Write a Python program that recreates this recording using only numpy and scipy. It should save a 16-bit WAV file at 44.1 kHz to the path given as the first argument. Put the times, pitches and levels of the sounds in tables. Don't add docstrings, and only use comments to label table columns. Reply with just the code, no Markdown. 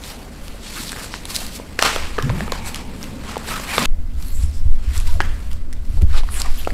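import sys
import numpy as np
from scipy import signal
from scipy.fft import rfft, irfft, next_fast_len
from scipy.io import wavfile
from scipy.ndimage import uniform_filter1d

SR = 44100
rng = np.random.default_rng(int(sys.argv[2]) if len(sys.argv) > 2 else 0)


def nominal_scale(level):
    x = np.asarray(level, float) / 20
    return 10 ** x


def to_wav(sig):
    pcm = np.clip(np.atleast_2d(sig), -1, 1) * 32767
    pcm = np.round(pcm).astype(np.int16)
    wavfile.write(sys.argv[1], SR, pcm.T)


N = 296793
CUT_S = 3.859
LAG_S = 0.00091

# (peak time [s], pressure [dB], rise [s], fall [s], depth of the rubbed body [dB])
BRUSHES = [(.078, -31.5, 0.052, 0.082, -8), (.443, -40.5, 0.027, 0.13, -22),
           (.788, -26.5, 0.071, 0.15, -12), (1.03, -30, 0.078, 0.046, -3.5),
           (1.306, -24.5, 0.021, 0.044, -9), (1.357, -20, 0.018, 0.017, -23),
           (1.39, -26.5, 0.035, 0.11, -8), (1.559, -26, 0.028, 0.018, -25), (2.407, -37, 0.25, 0.14, 5.5),
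           (2.678, -28, 0.032, 0.038, -3.5), (3.033, -39, .09, 0.11, 3.5), (3.502, -27.5, 0.063, 0.19, 1.5),
           (3.68, -34.5, .03, .1, 7.5), (3.73, -25.5, 0.074, 0.51, -0.5), (4.236, -40, 0.098, 0.13, -3.5),
           (4.432, -39.5, 0.1, 0.059, -5.5), (4.548, -44, 0.087, 0.1, -18), (4.971, -30, 0.058, 0.056, -6),
           (5.075, -33.5, 0.031, 0.12, -5), (5.521, -46.5, 0.94, 0.095, -2.5),
           (5.972, -43.5, 0.17, 0.038, -9), (6.019, -39.5, 0.0063, 0.013, 6),
           (6.411, -30, 0.097, 0.019, 2.5), (6.599, -38.5, 0.4, 0.38, -3.5)]
# (peak time [s], pressure [dB], rise [s], fall [s], depth of the rubbed body [dB])
DRAGS = [(.64, -33, 0.037, 0.66, -35), (1.149, -28.5, 0.042, 0.034, -12), (1.791, -21, 0.0016, 0.019, 3),
         (1.822, -23, 0.0087, 0.025, 5), (1.835, -19.5, 0.014, .05, 1), (1.85, -13.5, 0.005, 0.079, 1),
         (1.94, -26.5, 0.058, 0.21, 1.5), (2.188, -39.5, .012, 0.13, 8.5), (2.523, -33, 0.0092, 0.11, 3),
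         (2.757, -32, 0.02, 0.087, 0.5), (3.293, -33.5, 0.077, 0.15, 4), (3.854, -21, 0.11, 0.016, 1.5),
         (4.85, -45, 0.085, 0.4, 1), (5.208, -30, 0.0013, 0.016, 5.5), (5.235, -41, .011, 0.19, 5),
         (6.152, -39, 0.018, 0.037, 7.5), (6.185, -28.5, 0.053, 0.023, 1), (6.461, -36.5, 0.031, 0.05, 5.5)]
# (grain level [dB], body level [dB], fibre level [dB])
FIDGET_DB = [
    (-45.5, -43, -51),
    (-56.5, -54, -75),
]
# (frequency [Hz], level [dB])
BODY = [(260, -12), (450, -5.5), (595, -8.5), (644, -7.5), (776, -4.5), (1110, -0.5), (2500, -8.5),
        (3250, -14), (5500, -120)]
# (frequency [Hz], level [dB])
GRAIN = [(1290, -14), (2200, -6), (2730, -3.5), (3040, -4), (3540, -0.5), (4420, 0.5), (5940, -4),
         (6590, -6.5), (8000, -5.5), (10400, -23), (17600, -120)]
# (frequency [Hz], level [dB])
FIBRE = [(4500, -66), (7000, -5.5), (8000, -3.5), (10500, 2), (13000, 0), (15500, -9), (16500, -36)]


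def rubbing():
    brush_fine_db, drag_fine_db = -4.5, -12.5
    shares = [[0, row[-1], brush_fine_db] for row in BRUSHES]
    shares += [[0, row[-1], drag_fine_db] for row in DRAGS]
    rows = [row[:-1] for row in [*BRUSHES, *DRAGS]]
    grain, body, fibre = strokes(rows, shares, FIDGET_DB)

    slip_sizes = nominal_scale(1.8 * np.minimum(rng.exponential(1, N), 4))
    slips = (rng.random(N) < 9000 / SR) * slip_sizes
    drive = evened(slips * rng.standard_normal(N)) + 1.14 * rng.standard_normal(N)
    clumps_db = 0.63 * wander(per_s=60) + 1.32 * wander(per_s=230)
    drive = patchy(drive * nominal_scale(clumps_db), patch_db=1.5)

    out = nominal_scale(-5.5) * body * coloured(drive, BODY)
    out += nominal_scale(-5.0) * grain * coloured(drive, GRAIN)
    out += nominal_scale(-5.5) * fibre * coloured(drive, FIBRE)
    return out


# (time [s], peak level [dB], low ring [Hz], high ring [Hz], snap level [dB])
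KNOCKS = [(1.139, -15, 940, 1530, -10.5), (1.598, -23, 560, 1000, -42), (1.7897, -9.5, 460, 1670, -11),
          (1.824, 6.5, 640, 1230, -12.5), (1.9605, -10, 544, 1370, -18), (2.1814, -10, 438, 1700, -26),
          (2.1857, -6, 414, 1250, -20.5), (2.196, -16, 1150, 1710, -36), (2.2939, -10, 1520, 2300, -24),
          (2.2992, -11.5, 502, 1010, -23), (2.4055, -12.5, 613, 1750, -17.5), (2.478, -19, 455, 1260, -19),
          (2.521, -9, 484, 1090, -20), (3.357, -16, 870, 1170, -23.5), (3.367, -9.5, 447, 860, -26),
          (3.488, -17, 800, 1670, -35), (3.597, -20.5, 560, 1100, -19), (3.78, -1.1, 474, 1180, -13),
          (5.2033, 1, 830, 1640, -21.5), (5.2036, -12.5, 383, 2110, -30), (5.209, -2, 1770, 2020, -30),
          (5.972, -32, 510, 850, -30), (5.986, -36, 446, 790, -30), (6.203, -32, 503, 910, -30),
          (6.233, -23, 710, 1010, -13.5), (6.288, -22.5, 1150, 1900, -25), (6.6726, -10, 730, 1300, -24),
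          (6.704, -26, 1500, 2600, -20)]


def knocks():
    out = np.zeros(N)
    for s, db, low_hz, high_hz, snap_db in KNOCKS:
        decay_cycles = 5.5 * (1.5 - 0.056 * db)
        t60 = decay_cycles / low_hz
        noise = rng.standard_normal(600)
        add(out, s + LAG_S, nominal_scale(db - 2.5) * ring(low_hz, 0.75 * t60))
        add(out, s + LAG_S, -nominal_scale(db - 4.0) * ring(high_hz, 0.82 * t60))
        add(out, s + LAG_S, nominal_scale(db + snap_db + 11.5) * snap(noise, low_hz=1370, high_hz=4170, t60=0.007))
    return out


# (time [s], peak level [dB], pitch [Hz], crackle level [dB])
TICKS = [(0.0372, -15, 3730, -18), (0.481, -22, 2880, -8), (0.766, -22, 7000, -10), (0.881, -14, 4330, -20),
         (0.8932, -12, 3600, -21), (0.9185, -13.5, 1610, -8), (0.929, -12, 1540, -27),
         (0.963, -18, 2000, -25), (0.971, -17, 1500, -22), (0.988, -21, 1300, -20), (1.003, -21, 1900, -18),
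         (1.043, -16, 1400, -11), (1.2534, -21.5, 4170, 1.5), (1.3624, -8.5, 3630, -1.5),
         (1.4654, -20.5, 5160, -8), (1.8128, -17, 6000, -8), (1.8344, -10, 5500, -8),
         (1.8488, -5, 1150, -18), (1.854, -8, 2300, -20), (1.8603, -3, 1120, -16), (1.8672, -10, 2400, -22),
         (1.891, -13, 2800, -20), (1.96, -7, 3250, -13), (2.2242, -19, 2900, -4), (2.5197, -10, 4070, -13),
         (2.5207, -14, 7000, -24), (2.66, -24, 8000, -4), (2.685, -23, 7970, -10), (2.7447, -11, 3260, -9),
         (2.7583, -15, 5030, -8), (3.028, -14, 5640, -14), (3.04, -19.5, 2720, -10),
         (3.3783, -30.5, 3730, 3.5), (3.415, -21, 1500, -25), (3.598, -16, 7000, -12),
         (3.766, -16, 7500, -2), (3.779, -7, 2160, -25), (3.7924, -15, 7900, -8), (3.8555, -4, 2650, -12.5)]


def ticks():
    return releases(TICKS, t60=0.0039)


# (time [s], peak level [dB], pitch [Hz], crackle level [dB])
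PEELS = [(4.2242, -30.5, 4150, -4), (4.282, -33, 10900, -2), (4.436, -37, 2220, -11),
         (4.956, -22, 2000, -10), (4.977, -19.5, 7550, -2), (5.0004, -23, 2530, -2),
         (5.008, -26.5, 900, -4), (5.204, -16, 2800, -28), (5.2158, -17.5, 3130, -13),
         (5.514, -31, 3000, -7), (5.53, -33.5, 3000, -1.5), (5.7272, -26.5, 1870, -5.5),
         (5.7325, -34, 2010, -4.5), (6.02, -31, 2400, -1.5), (6.142, -16, 1240, -22),
         (6.151, -18, 1300, -26), (6.1828, -27, 3920, -20), (6.341, -23, 2580, -9), (6.3998, -16, 7600, -7),
         (6.4172, -12, 4100, -7), (6.557, -34, 8000, -1), (6.574, -27, 6040, -15), (6.612, -27.5, 6000, -7),
         (6.6482, -17.5, 2680, -20), (6.677, -28, 3180, -9)]


def peels():
    return releases(PEELS, t60=0.008)


def releases(rows, t60):
    out = np.zeros(N)
    for s, db, hz, crackle_db in rows:
        crackle = snap(rng.standard_normal(400), low_hz=3000, high_hz=11000, t60=t60)
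        add(out, s + LAG_S, nominal_scale(db - 1.5) * ring(hz, t60))
        add(out, s + LAG_S, nominal_scale(db + crackle_db + 7.5) * crackle)
    return out


# (middle time [s], peak level [dB], pitch [Hz], length [cycles])
PATS = [(.548, -33, 480, 4), (.8795, -22, 4300, 3), (.8925, -18, 5000, 3), (.935, -30, 1600, 8),
        (.9615, -28, 900, 2.5), (.981, -26, 1500, 2.5), (.9885, -27, 800, 2.5), (.9965, -27, 1700, 3),
        (1.0097, -26, 2000, 2.5), (1.0158, -26, 1200, 2.5), (1.043, -30, 450, 3), (1.255, -32, 800, 3),
        (1.358, -14, 5000, 3), (1.39, -30, 600, 5), (1.42, -30, 700, 6), (1.4665, -26, 12000, 8),
        (1.6, -28, 420, 3), (1.792, -9, 1900, 4), (1.8565, -10, 1300, 3), (1.875, -13, 2400, 4),
        (1.894, -14, 1800, 3), (1.902, -16, 1300, 3), (1.913, -17, 1500, 3), (1.964, -15, 650, 2.5),
        (2.2, -22, 1700, 9), (2.76, -30, 1200, 5), (3.818, -16, 1150, 9), (5.2205, -25, 1700, 6),
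        (5.233, -30, 1850, 9), (6.2045, -30, 800, 3), (6.2895, -24, 1200, 3), (6.418, -26, 1300, 3),
        (6.657, -33, 2800, 6), (6.662, -34, 2900, 6), (6.7057, -22, 1800, 5), (6.418, -9, 4800, 4),
        (3.853, -14, 2800, 6), (6.7055, -32, 4600, 12)]


def pats():
    out = np.zeros(N)
    for s, db, hz, cycles in PATS:
        length = cycles / hz
        u = np.linspace(0, 1, int(length * SR))
        swell = np.sin(np.pi * u ** 0.8) ** 2
        add(out, s - length / 2, nominal_scale(db) * swell * np.sin(2 * np.pi * cycles * u))
    return out


# (time [s], length [s], level [dB], pitch [Hz], glide [factor])
SQUEAKS = [(4.71, .06, -44, 370, 1.02), (6.018, .03, -30, 215, 1.02), (.79, .05, -40, 290, 1.1),
           (6.47, .05, -44, 1000, .7), (6.44, 0.045, -35, 1130, 1.13), (3.495, 0.12, -29.5, 1262, 1.03),
           (3.802, 0.033, -23, 1110, 0.96), (4.15, 0.18, -41, 148, 1.22), (5.075, 0.065, -41, 968, 0.98),
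           (5.125, 0.084, -40, 726, 0.69), (6.673, 0.0036, -13.5, 487, 1.1)]


def squeaks():
    out = np.zeros(N)
    for s, length, db, hz, glide in SQUEAKS:
        tone = resonance(length, hz, glide, width_hz=7.9 + 0.06 * hz)
        add(out, s, nominal_scale(db) * tone * skewed_swell(len(tone), skew=0.77, roundness=1.6))
    return out


# (time [s], length [s], level [dB], centre [Hz], width [Hz])
SWISHES = [(0.751, 0.049, -33, 1342, 700), (0.76, .04, -36, 2500, 1200), (2.197, 0.82, -48, 2300, 260),
           (2.22, 0.8, -41.5, 890, 240), (3.685, 0.1, -28, 2200, 900), (4.19, 0.21, -46, 12000, 3600),
           (4.227, 0.13, -50, 4340, 500), (4.307, 0.18, -43.5, 7600, 1200), (4.333, 0.11, -53, 12000, 2500),
           (4.397, 0.12, -53, 5400, 800), (2.654, 0.05, -36.5, 7950, 905), (4.37, 0.13, -48, 9860, 1500),
           (4.517, 0.11, -50, 5320, 1120), (4.518, 0.088, -51, 7700, 1800), (5.206, 0.07, -43, 1800, 450),
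           (5.27, .12, -50, 1750, 600), (5.235, 0.09, -46, 3200, 500), (6.159, 0.054, -37, 3870, 800),
           (6.385, 0.036, -38, 4400, 800), (6.44, 0.043, -39, 763, 299), (1.845, 0.06, -28, 1252, 700),
           (2.19, .085, -39, 1750, 350), (2.2, .05, -36, 1157, 300), (0, .33, -46, 717.5, 400),
           (2.64, 0.07, -39, 2290, 490), (6.098, 0.029, -43, 2030, 1200), (4.856, 0.18, -46, 1900, 700),
           (6.348, 0.083, -35, 7800, 1400), (6.009, 0.042, -33.5, 336, 345),
           (6.305, 0.11, -33.5, 9900, 2600), (6.574, 0.047, -39.5, 3150, 700),
           (6.575, 0.036, -36.5, 11800, 2000)]


def swishes():
    out = np.zeros(N)
    clumps = wander(per_s=170)
    for s, length, db, hz, width_hz in SWISHES:
        hiss = resonance(length, hz, 1, width_hz)
        swell = skewed_swell(len(hiss), skew=0.85, roundness=0.85)
        grain = nominal_scale(1.5 * clumps[round(s * SR):][:len(hiss)])
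        add(out, s, nominal_scale(db) * hiss * swell * grain)
    return out


def resonance(length, hz, glide, width_hz):
    size = min(int(length * SR), SR // 2 + SR // 3)
    carrier = np.exp(2j * np.pi * np.cumsum(np.linspace(hz, hz * glide, size)) / SR)
    r = np.exp(-np.pi * width_hz / SR)
    noise = rng.standard_normal((2, SR))
    drift = signal.lfilter([1], [1, -2 * r, r * r], noise)[:, -size:]
    return evened((carrier * (drift[0] + 1j * drift[1])).real)


def skewed_swell(size, skew, roundness):
    return abs(np.sin(np.pi * np.linspace(0, 1, size) ** skew)) ** roundness


# (time [s], length [s], level [dB], pitch [Hz], glide [factor])
GROANS = [
    (2.23, .048, -17, 122, 1.2),
    (2.245, .05, -27, 200, 1.4),
    (2.278, .06, -18, 90, 1.8),
    (2.33, .045, -25, 185, 1.03),
    (2.365, .05, -26, 165, .95),
    (2.405, .04, -25, 160, 1.5),
]


def groans():
    out = np.zeros(N)
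    for s, length, db, hz, glide in GROANS:
        u = np.linspace(0, 1, int(length * SR))
        phase = 2 * np.pi * np.cumsum(hz * glide ** u) / SR
        tone = np.sin(phase) + nominal_scale(-14) * np.sin(2 * phase)
        add(out, s, nominal_scale(db + 3) * np.sin(np.pi * u ** 0.8) ** 0.9 * tone)
    return out


def handling():
    travel = 0.92
    return travel * np.tanh((lurches() + jolts() + drone()) / travel)


# (peak time [s], sway level [dB], rise [s], fall [s], shaking of the housing against the sway [dB])
LURCHES = [(.07, -44, .05, 0.15, -15), (.29, -49, .05, 0.07, -1), (.45, -27.5, 0.044, 0.2, -10),
           (.8, -49, 0.065, .6, 7), (1.3, -48, 0.4, 0.092, -8), (1.48, -28.5, 0.29, 0.032, -13),
           (2.04, -20.5, 0.24, 0.49, -12.5), (2.32, -33.5, 0.22, 0.29, 6.5), (2.6, -26.5, 0.25, 0.69, -9),
           (2.82, -35, .2, .07, -8), (3.2, -32.5, 0.037, 0.21, -4), (3.51, -31.5, 0.06, 0.35, -3.5),
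           (3.8, -44, .3, 0.092, 3), (3.93, -11.5, 0.98, 0.66, -23), (4.42, -14, 0.17, 0.18, -8),
           (4.68, -8, 0.075, 0.099, -13.5), (4.731, 0, 0.094, 0.05, -24), (5.148, -8, 0.36, 0.042, -12.5),
           (5.34, -7.5, 0.32, 0.066, -17), (5.529, -18, 0.079, 0.071, -5), (6.022, -8.5, 0.17, 0.34, -8),
           (6.14, -1, 0.13, 0.095, -29), (5.75, -17.5, 0.3, .15, -21), (6.5, -6, 0.07, 0.13, -28)]
# (sway level [dB], shaking level [dB], drone level [dB])
STILL_DB = [
    (-58, -39.5, -43),
    (-21, -31, -42.5),
]
# (frequency [Hz], level [dB])
SWAY_COLOUR = [(2, -11), (6, 0), (11, 3.5), (17, 0.5), (24, -9), (33, -17), (42, -40), (60, -77)]
# (frequency [Hz], level [dB])
SHAKE_COLOUR = [(15, -68), (26, 5.5), (40, -0.5), (60, -1), (82, -1.5), (100, -26), (130, -69.5)]


def lurches():
    rows = [row[:-1] for row in LURCHES]
    shares = [[0, row[-1]] for row in LURCHES]
    sway, shake = strokes(rows, shares, [row[:-1] for row in STILL_DB])
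    sway_noise = steadied(coloured(rng.standard_normal(N), SWAY_COLOUR), per_s=1.8)
    shake_noise = steadied(coloured(rng.standard_normal(N), SHAKE_COLOUR), per_s=19.0)
    return nominal_scale(-2.0) * sway * sway_noise + nominal_scale(2.0) * shake * shake_noise


# (time [s], peak level [dB], housing ring [Hz], decay t60 [s])
JOLTS = [(4.131, -12, 63.3, 0.4), (4.374, -9, 63.3, 0.17), (4.43, -1.5, 73.4, 0.18), (4.651, 1, 72.3, 0.2),
         (4.868, -1.5, 59, 0.19), (4.96, -11, 76, .15), (5.144, -8, 70.4, .15), (5.936, -4, 74, .2),
         (5.019, -2, 45.4, 0.092), (5.55, -7, 68.4, 0.071), (5.808, -7, 47.3, 0.068),
         (6.0205, 9, 74.5, 0.11), (6.017, 4, 42, .06), (5.19, -10, 95, .12), (6.7, -6, 34, .15),
         (4.42, -6, 36, .1)]


def jolts():
    out = np.zeros(N)
    for s, db, hz, t60 in JOLTS:
        add(out, s, nominal_scale(db - 4.5) * ring(hz, t60, rise_cycles=0.61))
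    return signal.lfilter(*signal.butter(2, 120, fs=SR), out)


# (peak time [s], level [dB], rise [s], fall [s])
LOADS = [(.3, -43.5, .45, 0.49), (.8, -38.5, 0.11, 1), (1.48, -40, 0.21, 0.44), (2.28, -31, 0.1, 0.35),
         (2.87, -42, 0.17, 0.53), (3.17, -33.5, 0.81, 0.5), (3.51, -36, 0.067, 0.5),
         (3.8, -23.5, 0.032, 0.12), (3.87, -48, .05, 0.079), (5.18, -36.5, 0.033, 0.23),
         (6.02, -39, 0.24, 0.055), (6.73, -33, 0.062, .1)]
# (frequency [Hz], level [dB])
DRONE_COLOUR = [(59, -61), (100, -8.5), (124, -10), (151, -10), (215, -8), (247, -6.5), (307, -16),
                (345, -19), (450, -23), (580, -21.5), (990, -120)]


def drone():
    level, = strokes(LOADS, np.zeros((len(LOADS), 1)), [row[-1:] for row in STILL_DB])
    flutter = nominal_scale(0.13 * wander(per_s=28))
    return level * flutter * steadied(coloured(rng.standard_normal(N), DRONE_COLOUR), per_s=9.8)


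# (frequency [Hz], decay t60 [s])
ROOM = [(250, 1), (1000, 0.19), (2500, 0.75), (6000, 0.41), (14000, 0.16)]


def room(x):
    taps = np.zeros(SR)
    at = np.arange(200, SR - 20, 20)
    taps[at + rng.integers(0, 20, len(at))] = rng.choice([-1., 1.], len(at))
    hz, t, z = signal.stft(taps, SR, nperseg=256)
    decay = nominal_scale(-60 * t / read(ROOM, hz)[:, None])
    tail = signal.istft(z * decay, SR, nperseg=256)[1]
    return signal.fftconvolve(x, tail / np.linalg.norm(tail))[:N]


# (frequency [Hz], level [dB])
AIR = [(180, -9), (300, -8), (432, -28), (664, -4), (810, -11.5), (1230, -14.5), (1620, -13), (1760, -22),
       (1920, -34), (2010, -6), (2220, -28), (15700, -31.5)]
# (frequency [Hz], level [dB])
MURMUR = [(180, -43), (300, -12), (388, -9.5), (560, -12), (900, -17.5), (1170, -53), (1980, -120)]


def still_air(by_sofa):
    air = nominal_scale(-51.5 - 2.0) * coloured(rng.standard_normal(N), AIR)
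    murmur = nominal_scale(-42 - 5.5) * coloured(rng.standard_normal(N), MURMUR)
    return air + murmur * by_sofa


def strokes(rows, gains_db, rest_db):
    slope_db = 12
    t = np.arange(0, N + 32, 32) / SR
    rest_sofa, rest_floor = [np.array(levels)[:, None] for levels in rest_db]
    power = nominal_scale(np.where(t < CUT_S, rest_sofa, rest_floor)) ** 2
    for (s, db, rise, fall), gains in zip(rows, gains_db):
        shape_db = db - slope_db * np.maximum((s - t) / rise, (t - s) / fall)
        same_place = (t < CUT_S) == (s < CUT_S)
        power = power + nominal_scale(shape_db + np.array(gains)[:, None]) ** 2 * same_place
    return [np.interp(np.arange(N) / SR, t, np.sqrt(p)) for p in power]


def ring(hz, t60, rise_cycles=1 / 4):
    t = np.arange(int(1.2 * t60 * SR) + 8) / SR
    rise = np.minimum(hz * t / rise_cycles, 1)
    return rise * nominal_scale(-60 * t / t60) * np.sin(2 * np.pi * hz * t)


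def snap(noise, low_hz, high_hz, t60):
    burst = noise * nominal_scale(-60 * np.arange(len(noise)) / SR / t60)
    burst = signal.lfilter(*signal.butter(2, [low_hz, high_hz], "band", fs=SR), burst)
    return burst / abs(burst).max()


def coloured(x, colour):
    size = next_fast_len(len(x))
    gain = nominal_scale(read(colour, np.fft.rfftfreq(size, 1 / SR)))
    return evened(irfft(rfft(x, size) * gain, size)[:len(x)])


def patchy(x, patch_db):
    z = signal.stft(x, nperseg=512, noverlap=384)[2]
    patches = uniform_filter1d(rng.standard_normal(z.shape), 11, 0)
    patches = evened(uniform_filter1d(patches, 8, 1))
    return evened(signal.istft(z * nominal_scale(patch_db * patches), nperseg=512, noverlap=384)[1][:N])


def wander(per_s):
    span = max(int(SR / per_s), 1)
    return evened(uniform_filter1d(uniform_filter1d(rng.standard_normal(N), span), span))


def steadied(x, per_s):
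    span = int(SR / per_s)
    power = uniform_filter1d(uniform_filter1d(x ** 2, span), span)
    return evened(x / np.sqrt(power + 0.054))


def evened(x):
    return x / np.sqrt(np.mean(x ** 2) + 1e-20)


def read(points, hz):
    f, value = np.transpose(points)
    return np.interp(np.log(hz + 1), np.log(f + 1), value)


def add(mix, s, sound):
    part = mix[max(round(s * SR), 0):][:len(sound)]
    part += sound[:len(part)]


def scene():
    hits = knocks() + ticks() + peels() + pats()
    rub = rubbing() + squeaks() + swishes() + groans()
    by_sofa = np.arange(N) < CUT_S * SR
    wet = nominal_scale(-14.0) * hits + nominal_scale(-17.5) * rub
    tail = room(wet * by_sofa) * by_sofa + room(wet * ~by_sofa)
    return (hits + rub + tail + handling() + still_air(by_sofa))[None]


def band_limit(x):
    return signal.sosfilt(signal.butter(12, 16920, fs=SR, output="sos"), x)


def record(dry):
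    knee = 0.95
    over = np.maximum(abs(dry) - knee, 0)
    bent = (1 - knee) * np.tanh(over / (1 - knee))
    held = np.sign(dry) * (np.minimum(abs(dry), knee) + bent)
    band_edge = signal.firwin(255, 15750, window=("kaiser", 7), fs=SR)
    mix = signal.oaconvolve(held, band_edge[None], "same")
    return band_limit(mix)


dry = scene()
out = record(dry)
to_wav(out)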